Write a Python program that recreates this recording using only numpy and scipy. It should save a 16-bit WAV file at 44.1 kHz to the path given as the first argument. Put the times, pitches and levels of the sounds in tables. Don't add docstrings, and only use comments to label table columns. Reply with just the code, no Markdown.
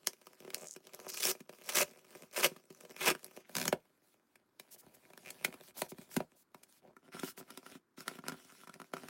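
import sys
import numpy as np
from scipy import signal
from scipy.fft import rfft, irfft, next_fast_len
from scipy.io import wavfile
from scipy.ndimage import uniform_filter1d, map_coordinates

SR = 44100
rng = np.random.default_rng(int(sys.argv[2]) if len(sys.argv) > 2 else 0)


def log_audio(samples):
    frames = np.atleast_2d(samples).T
    limited = np.clip(frames, -1, 1)
    pcm = np.round(limited * 32767).astype(np.int16)
    wavfile.write(sys.argv[1], SR, pcm)


N = 400869
TIME = np.arange(N) / SR
SIZE = next_fast_len(N + SR)
HZ = np.maximum(np.fft.rfftfreq(SIZE, 1 / SR), 1)
TOP_HZ = 15950
STRIP_OFF, LID_UP = 3.4, 6.9
SNAP_CENTRES_HZ = [200, 570, 1900, 7500]

# takes hold, gives way and stops in seconds,
# then relative levels of body, crackle and fizz in dB.
PULL_TABLE = [(1.088, 1.224, 1.315, -48, -44, -33.5), (1.637, 1.749, 1.828, -40, -36.5, -31.5),
              (2.328, 2.431, 2.463, -34.5, -31, -28.5), (2.976, 3.06, 3.115, -37, -29.5, -33),
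              (3.487, 3.552, 3.69, -46, -53.5, -47.5)]


def amp(db):
    return 10 ** (np.asarray(db) / 20)


def unit(x):
    return x / np.sqrt(np.mean(np.abs(x) ** 2) + 1e-20)


def along(points, hz):
    f, v = np.transpose(points)
    return np.interp(np.log(hz + 1), np.log(f), v)


def filtered(x, response):
    return irfft(rfft(x, SIZE) * response, SIZE)[:N]


def registers(edges_hz, order=8):
    low_passes = [1 / (1 + (HZ / edge) ** order) for edge in sorted(edges_hz)]
    below = [0 * HZ] + low_passes + [1 + 0 * HZ]
    return np.sqrt(np.abs(np.diff(below, axis=0)))


def resonance(hz, width, db, grid=HZ):
    return 1 + (amp(db) - 1) * 1j * grid * width / (hz * hz - grid * grid + 1j * grid * width)


def stroke(start, end, rise, fall):
    top = start + rise
    return np.interp(TIME, [start - 2 * rise, top, max(end - fall, top), end + 2 * fall], [0, 1, 1, 0])


def wobble(per_second):
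    return map_coordinates(rng.standard_normal(int(TIME[-1] * per_second) + 4), [TIME * per_second])


def tilted(colour_db, db_per_octave, centres_hz):
    return np.add(colour_db, db_per_octave * np.log2(np.divide(centres_hz, 1900)))


def fibres(per_second, scatter_db, colour_db, even_over):
    def chance(shape):
        return np.clip(rng.standard_normal(shape), -2, 2)

    size_db = scatter_db * chance(N) + colour_db * chance((3, N))
    sizes = amp(size_db) * rng.choice([-1, 1], (3, N))
    breaks = sizes * (rng.random(N) < per_second / SR)
    power = np.abs(uniform_filter1d(breaks ** 2, max(int(even_over * SR), 2)))
    return breaks / np.sqrt(power + np.mean(power) / 20)


def wandering(x, patchy_db, width_hz, seconds):
    z = signal.stft(x, nperseg=256)[2]
    bins, frames = np.indices(z.shape)
    u = bins * SR / 256 / width_hz
    v = frames * 128 / SR / seconds
    knots = rng.standard_normal((int(u.max()) + 2, int(v.max()) + 2))
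    field = map_coordinates(knots, [u, v], order=1)
    return signal.istft(z * unit(amp(patchy_db * unit(field))), nperseg=256)[1][:N]


def board(spectrum, modes, lag_cycles):
    lag = np.exp(-2j * np.pi * lag_cycles * (np.log(HZ) - HZ / TOP_HZ))
    ring = np.prod([resonance(*mode) for mode in modes], axis=0)
    return amp(along(spectrum, HZ)) * lag * ring


def box_states():
    # frequency in Hz, relative level in dB.
    sealed = [(25, -43), (45, -36.5), (75, -21.5), (110, -13), (160, -2), (290, -4), (420, 0.5), (640, -3),
              (850, -9), (1500, -6.5), (2600, -4.5), (3700, -11), (6000, -7.5), (16000, -11.5)]
    slit = [(25, -30), (45, -27), (75, -10.5), (110, -3), (170, 2), (260, -1.5), (400, 0.5), (650, 0.5),
            (1000, -5), (1600, -1.5), (2600, -7.5), (4500, -8.5), (10000, -12), (16000, -10.5)]
    raised = [(25, -32.5), (45, -47), (75, -15.5), (110, -8), (170, 2), (300, -4), (500, -4), (800, -6),
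              (1500, 1), (2600, -3), (5000, -13.5), (7500, -13), (16000, -16)]
    # frequency in Hz, width in Hz, lift in dB.
    sealed_modes = [(382, 40, 4), (476, 48, 3), (596.5, 65, 2.5), (940, 160, 5), (1230, 72, 6.5),
                    (1635, 60, 4), (2430, 420, 3), (2790, 73, -1.5), (5500, 850, 2.5), (6900, 590, -1)]
    slit_modes = [(241.8, 29, 2), (386, 40, 2.4), (578, 69, 1.8), (946, 72, 6.4), (2370, 290, 5.8),
                  (10350, 2700, 4.3)]
    raised_modes = [(274, 40, 7.4), (390, 40, 6.7), (514, 14, 3.6), (692, 31, 6.5), (993, 100, 4),
                    (1363, 97, 8.7), (1925, 36, 2.9), (2300, 400, 2.2), (5300, 700, 6.4), (9900, 1200, 5.3)]
    return (board(sealed, sealed_modes, lag_cycles=1.5), board(slit, slit_modes, lag_cycles=1.9),
            board(raised, raised_modes, lag_cycles=1.2))


def radiate(drives, bands, box):
    slit, lid = (np.clip((TIME - s) * 10, 0, 1) for s in (STRIP_OFF, LID_UP))
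    spectrum = 0
    for share, response in zip((1 - slit, slit - lid, lid), box):
        for drive, band in zip(drives, bands):
            spectrum = spectrum + rfft(drive * share, SIZE) * unit(band * response)
    return irfft(spectrum, SIZE)[:N]


def room_air():
    # frequency in Hz, relative spectral level in dB.
    air_points = [(15, -64), (25, -31.5), (92, -6.5), (335, 4), (659, -14), (863, -8.5), (1400, -6.5),
                  (2840, -23), (13200, -29), (16000, -38)]
    return amp(-79.0) * unit(filtered(rng.standard_normal(N), amp(along(air_points, HZ))))


def reflections(x, t60, gap):
    hz, t, z = signal.stft(rng.standard_normal(SR // 2), SR, nperseg=256)
    decay = amp(-60 * t / along(t60, hz)[:, None])
    tail = signal.istft(z * decay, SR, nperseg=256)[1]
    tail = np.pad(tail / np.linalg.norm(tail), (int(gap * SR), 0))
    return signal.fftconvolve(x, tail)[:N]


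def near_surfaces(direct):
    return amp(-10.5) * reflections(direct, [(200, 0.13), (2000, 0.082), (12000, 0.078)], gap=.002)


def far_room(direct):
    # frequency in Hz, time to fall by 60 dB in seconds.
    room_decay = [(120, 0.26), (500, 0.19), (2500, 0.19), (8000, .22), (16000, 0.15)]
    return amp(-28) * reflections(direct, room_decay, gap=0.0091)


def rubbing(box, crumb_time=.0006, attack=.008, release=0.01):
    # time in seconds, relative level in dB.
    grip = [(0, -69.5), (0.72, -67.5), (0.805, -74), (0.85, -67), (1.05, -62.5), (1.38, -66), (1.47, -80),
            (1.55, -68), (1.87, -65.5), (2.66, -70.5), (2.9, -62.5), (3.3, -64.5), (3.76, -71), (3.9, -80),
            (4.58, -83.5), (4.63, -70.5), (5.66, -69.5), (5.73, -83), (5.82, -70), (6.2, -68.5),
            (6.5, -89.5), (6.58, -70), (6.82, -86.5), (7.72, -69), (7.85, -100), (8.1, -70), (9.08, -72)]
    # start and end in seconds, relative level in dB, brightness in dB per octave.
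    rubs = [(0.38, 0.66, -62.5, -1), (0.99, 1.09, -58, 0), (1.51, 1.64, -64, 0.5), (2.11, 2.26, -61, 0),
            (2.72, 2.8, -69, 1), (3.33, 3.42, -61.5, -2), (4.03, 4.15, -83.5, 5.5), (4.88, 5.08, -71, -1),
            (5.2, 5.44, -62.5, -0.5), (5.46, 5.6, -62.5, -1.5), (5.63, 5.7, -61, 2), (5.755, 5.86, -56, 1),
            (5.97, 6.05, -63.5, 0.5), (6.11, 6.17, -57, 3), (6.69, 6.79, -76, 5.5)]
    scrapes = [(6.83, 6.92, -74, -4), (7.04, 7.09, -68.5, -3), (7.13, 7.22, -54.5, -0.8),
               (7.22, 7.31, -56, 2), (7.375, 7.42, -59, -2), (7.48, 7.6, -64.5, -.5),
               (7.655, 7.77, -60.5, -0.5), (7.98, 8.03, -56.5, 0.6), (8.06, 8.17, -58.5, -0.5),
               (8.255, 8.35, -58, -2), (8.36, 8.65, -66, 1.5), (8.68, 8.76, -72, -3.5),
               (8.94, 9.09, -59.5, -1)]
    # body, scrape and hiss in relative dB.
    rub_colour = [-1, -5.5, -3]
    scrape_colour = [-1, -1.5, -1.5]
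    centres_hz = [350, 1900, 7500]

    press_db = 2.5 * wobble(per_second=22)
    grip_level = amp(np.interp(TIME, *np.transpose(grip)) + press_db)
    power = np.outer(amp(rub_colour), grip_level) ** 2
    for slides, colour_db in ((rubs, rub_colour), (scrapes, scrape_colour)):
        for start, end, db, bright in slides:
            level = amp(db + tilted(colour_db, bright, centres_hz))
            power += np.outer(level ** 2, stroke(start, end, attack, release) ** 2)

    catching = np.where(TIME < STRIP_OFF, [[.85], [.85], [.6]], [[.8], [.75], [.25]])
    catches = fibres(per_second=110, scatter_db=7, colour_db=3.0, even_over=0.098)
    crumbs = np.abs(uniform_filter1d(catches[2] ** 2, max(int(crumb_time * SR), 2)))
    catches[2] = np.sqrt(crumbs) * rng.standard_normal(N)
    smooth = rng.standard_normal(N)
    force = np.sqrt(power) * (np.sqrt(catching) * catches + np.sqrt(1 - catching) * smooth)
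    sound = radiate(force, registers([800, 3500]), box)
    return amp(-0.5) * wandering(sound, patchy_db=2.5, width_hz=600, seconds=.025)


def swiping(corner_hz=4000):
    # start and end in seconds, level in dB.
    swipes = [(4.715, 4.751, -53.5), (4.785, 4.811, -57.5), (4.945, 4.955, -58), (5.775, 5.813, -45.5),
              (5.892, 5.913, -52), (6.018, 6.035, -63.5), (6.362, 6.428, -67.5), (6.136, 6.156, -53.5),
              (7.24, 7.31, -50.5), (7.375, 7.405, -52)]
    level = sum(amp(db) * stroke(start, end, rise=.005, fall=0.0033) for start, end, db in swipes)
    high_pass = HZ ** 2 / (HZ ** 2 + corner_hz ** 2)
    return level * unit(filtered(rng.standard_normal(N), high_pass))


def creaking(box, jitter=0.17, lift_db=14):
    # start and end in seconds, first and last slips per second,
    # level in dB, pitch in Hz.
    creaks = [(0.556, 0.67, 75, 90, -57.5, 635), (5.249, 5.298, 110, 180, -53, 2370),
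              (5.386, 5.436, 160, 120, -64.5, 2620)]
    creak = np.zeros(N)
    for start, end, first, last, db, hz in creaks:
        span = max(int((end - start) * SR), 2)
        turns = np.cumsum(np.linspace(first, last, span)) / SR
        at = np.flatnonzero(np.diff(np.floor(turns), prepend=-1))
        at = at + (start + jitter / first * rng.standard_normal(len(at))) * SR
        sizes = amp(2.8 * rng.standard_normal(len(at)))
        slips = np.bincount(at.astype(int), sizes, N)
        slips *= np.sqrt(span / np.sum(slips ** 2))
        spot = resonance(hz, hz / 4, lift_db)
        creak += amp(db) * filtered(slips, unit(box[0] * spot))
    return creak


def peeling(q=4.0):
    # start and end in seconds, level in dB, pitch of the rasp in Hz.
    peels = [(0.573, .66, -58.5, 7400), (0.663, .74, -51.5, 6900), (1.08, 1.225, -51, 5700)]
    rasp = np.zeros(N)
    for start, end, db, hz in peels:
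        grains = fibres(per_second=280, scatter_db=6, colour_db=4, even_over=.03)[0]
        grains = grains + 0.28 * rng.standard_normal(N)
        liner = (1j * HZ * hz / (hz * hz - HZ * HZ + 1j * HZ * hz * 1.7 / q)) ** 2
        rasp += amp(db) * filtered(grains * stroke(start, end, rise=.005, fall=.005), unit(liner))
    return rasp


def knocks():
    # time in seconds, ring of the spot in Hz, relative level in dB,
    # brightness in dB per octave, extra thud of the whole panel in dB.
    knock_table = [(0.448, 390, -59.5, -2, -1), (0.4774, 390, -59.5, -5, -12), (0.762, 340, -55, 0, 1),
                   (1.3505, 597, -60.5, -3.5, -16), (1.4044, 245, -59.5, 0.5, 12),
                   (1.493, 584, -55.5, -1.5, -3), (2.377, 600, -42.5, -1.5, -15.5),
                   (2.5141, 420, -70.5, -4.5, 10), (2.5625, 1110, -61, -0.5, 5.5),
                   (2.703, 382, -62.5, 1, 16.5), (2.8499, 570, -60, -1, -4), (3.3644, 390, -59.5, 1.5, 0),
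                   (3.7263, 565, -35, -3.5, -10.5), (5.479, 260, -60, -2.5, 4), (5.9179, 377, -57, -2.5, 5),
                   (5.983, 235, -59.5, 0, 12.5), (6.165, 253, -37, 0.5, 11.5),
                   (6.203, 644, -47.5, -5.5, -13), (7.2327, 330, -46, -2.5, 1),
                   (7.3802, 402, -61, -1.5, -3), (7.7525, 285, -61.5, -1, 8.5), (7.979, 305, -64.5, -3, 5),
                   (8.1133, 440, -58, -3.5, -7), (8.1876, 1310, -57.5, -1.5, 8.5),
                   (8.2387, 1230, -60.5, -3.5, -2), (8.295, 1440, -51.5, 0, 3), (8.32, 1410, -53.5, -1, 9),
                   (8.936, 606, -44.5, -2.6, -8), (8.9669, 1250, -53, -2, -11)]
    contact_s, colour_db = 0.0032, [-3.5, 1.5, -0.5, 0.5]
    return [(s, contact_s, hz, db + tilted(colour_db, bright, SNAP_CENTRES_HZ) + [thud, 0, 0, 0])
            for s, hz, db, bright, thud in knock_table]


def cracks():
    # time in seconds, length of the break in seconds, ring of the spot in Hz,
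    # relative level in dB, brightness in dB per octave.
    crack_table = [(0.0716, 0.00071, 3750, -36.5, 4), (0.1327, .0011, 420, -61, 2),
                   (0.2687, 0.0014, 1230, -56, 1), (0.5034, .0011, 2470, -54, 1),
                   (0.5453, 0.00045, 2320, -44, 4.5), (0.8696, 0.0015, 3100, -58, 1.5),
                   (0.9346, 0.00098, 2270, -58.5, 2), (0.947, 0.00065, 9600, -61.5, 6),
                   (1.2534, 0.00062, 6000, -38, 1.5), (1.771, 0.0011, 2290, -36, 1),
                   (2.4467, 0.0044, 2890, -37, 3), (2.8094, 0.00024, 2500, -59, 1),
                   (2.9084, 0.0026, 300, -58, 0), (2.9641, 0.0012, 2390, -55.5, 1),
                   (3.0771, 0.0059, 2570, -32.5, 1), (3.1502, .0014, 1440, -49.5, -1.5),
                   (3.2444, 0.00059, 10900, -57, 4.5), (3.265, .0007, 11000, -70, 5.5),
                   (3.4939, .0012, 604, -58, -1.5), (4.356, .0028, 1905, -67.5, 1.5),
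                   (4.5974, 0.0023, 3800, -52.5, 1.5), (5.1014, .0032, 562, -65, -2),
                   (5.1337, .0018, 2300, -60, -1.5), (5.176, 0.0012, 650, -57.5, 1.5),
                   (5.304, 0.0026, 7600, -54, 4.5), (5.447, .0037, 2160, -35, 2),
                   (5.526, .0015, 2400, -58.5, -1), (5.54, 0.0027, 302, -54.5, -0.5),
                   (5.6094, .0016, 494, -59, -0.5), (5.8177, 0.0023, 625, -37, 0.3),
                   (6.5453, 0.0025, 997, -57, -1.5), (6.6325, .0046, 7640, -64.5, 3.5),
                   (6.966, .002, 1500, -61, -2), (7.1968, .0016, 8530, -54.5, 3),
                   (7.504, 0.0032, 256, -54.5, 1.5), (7.5743, .0018, 268, -50, 1),
                   (7.6629, .0031, 1625, -56.5, -0.5), (8.0797, .0015, 2080, -42, 1),
                   (8.283, 0.00093, 5540, -41, 0), (8.6348, .0023, 1250, -64.5, -2.5),
                   (8.6727, 0.005, 1240, -57.5, -1), (8.6953, .0015, 1250, -59, -.5),
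                   (8.7399, 0.0022, 1480, -59.5, 2.5), (8.7996, 0.0034, 1230, -54, -1.5),
                   (8.8166, 0.0015, 1230, -54.5, -2), (9.085, .002, 1910, -54, 0.5)]
    # Thud, knock, crack and tick in relative dB.
    colour_db = [-7.5, 0.5, -1.5, 0]
    return [(s, length, hz, db + tilted(colour_db, bright, SNAP_CENTRES_HZ))
            for s, length, hz, db, bright in crack_table]


def ties():
    # time in seconds, relative level in dB.
    tie_table = [(3.5525, -42.5), (3.5666, -40.5), (3.5828, -43), (3.5988, -48), (3.6142, -43.5),
                 (3.6272, -51), (3.654, -43), (3.679, -36)]
    break_s, ring_hz, colour_db = .0017, 6100, [-2, -5, 1, 4]
    return [(s, break_s, ring_hz, np.add(db, colour_db)) for s, db in tie_table]


def snapping(box, crumble=0.97, lift_db=8, q=2.8, onset_level=0.17, onset_time=0.0028):
    # frequency in Hz, width in Hz, lift in dB.
    boom = (172, 91, 7.3)
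    count, ahead = SR // 20, SR // 100
    t = (np.arange(count) - ahead) / SR
    grid = np.fft.rfftfreq(count, 1 / SR)
    bands = registers([330, 1000, 3500])
    shares = np.array([np.interp(grid, HZ, band) ** 2 for band in bands])
    force = np.zeros((4, N + count))

    def energy_one(x):
        return x / np.linalg.norm(x)

    for s, length, hz, levels in ties() + cracks() + knocks():
        push = 1. * (t == 0)
        age = np.maximum(t, 0) / max(length, 1 / SR)
        noise = rng.standard_normal(count)
        onset = onset_level * energy_one(noise * (t < 0) * np.exp(-np.abs(t) / onset_time))
        burst = onset + energy_one(noise * np.sqrt(age) * np.exp(-1.5 * age))
        parts = np.array([push, push, .5 * push + crumble * burst, 0.094 * push + 1.155 * burst])
        spot = resonance(hz, hz / q, lift_db, grid)
        boost = shares @ np.abs(spot) ** 2 / shares.sum(axis=1)
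        parts = irfft(rfft(parts) * spot, count) / boost[:, None] ** 0.2
        begin = round(s * SR) - ahead
        force[:, begin:][:, :count] += amp(levels)[:, None] * parts
    booming_box = [state * resonance(*boom) for state in box]
    return amp(23.5) * radiate(force[:, :N], bands, booming_box)


def ringing_along(x):
    ring_hz = [420, 560, 537, 390, 200]
    q, lift_db = 4.3, 9.5
    nearest = np.abs(TIME - np.array(PULL_TABLE)[:, 1:2]).argmin(axis=0)
    rung = sum(filtered(x * (nearest == k), resonance(hz, hz / q, lift_db)) for k, hz in enumerate(ring_hz))
    return rung * amp(-lift_db / 2)


def tearing(box, rise=0.0017, fall=0.0035, grit=0.68):
    # start and end in seconds, level against the full run in dB.
    jerks = [(1.086, 1.106, -11.5), (1.142, 1.147, -5.5), (1.172, 1.185, -10), (1.202, 1.208, -4),
             (1.691, 1.697, -1), (2.362, 2.393, -11.5), (2.393, 2.41, -10), (3.008, 3.06, -10)]
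    hold_db, creep_db = -27.5, -11.5
    body_swell_db = 7
    after_db, after_fall = -26.5, 218

    def gate(start, end):
        return (1 + np.tanh((TIME - start) / rise)) * (1 + np.tanh((end - TIME) / fall)) / 4

    power = sum(amp(db) ** 2 * gate(start, end) for start, end, db in jerks)
    swell = np.zeros(N)
    for hold, give, stop, *_ in PULL_TABLE:
        creep = amp(np.interp(TIME, [hold, give], [hold_db, creep_db])) ** 2 * gate(hold, give)
        after = amp(after_db - after_fall * np.clip(TIME - stop, 0, 1)) ** 2 * (TIME > stop)
        run = gate(give, stop)
        power = power + creep + run + after
        swell += run * np.interp(TIME, [give, stop], [-.5, .5])

    _, gives, _, *colour = np.transpose(PULL_TABLE)
    levels = np.array([np.interp(TIME, gives, db) for db in colour])
    levels[0] += body_swell_db * swell
    coarse = fibres(per_second=800, scatter_db=4, colour_db=4.0, even_over=0.02)
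    fine = rng.standard_normal(N)
    force = amp(levels) * np.sqrt(power) * (np.sqrt(grit) * coarse + np.sqrt(1 - grit) * fine)
    force[0] = ringing_along(force[0])
    sound = radiate(force, registers([800, 3500]), box)
    return wandering(sound, patchy_db=2.5, width_hz=500, seconds=.01)


def scene():
    box = box_states()
    direct = rubbing(box) + swiping() + creaking(box) + peeling() + snapping(box) + tearing(box)
    return (direct + near_surfaces(direct) + far_room(direct) + room_air())[None]


def record(dry):
    return filtered(dry[0], HZ < TOP_HZ)[None]


dry = scene()
out = record(dry)
log_audio(out)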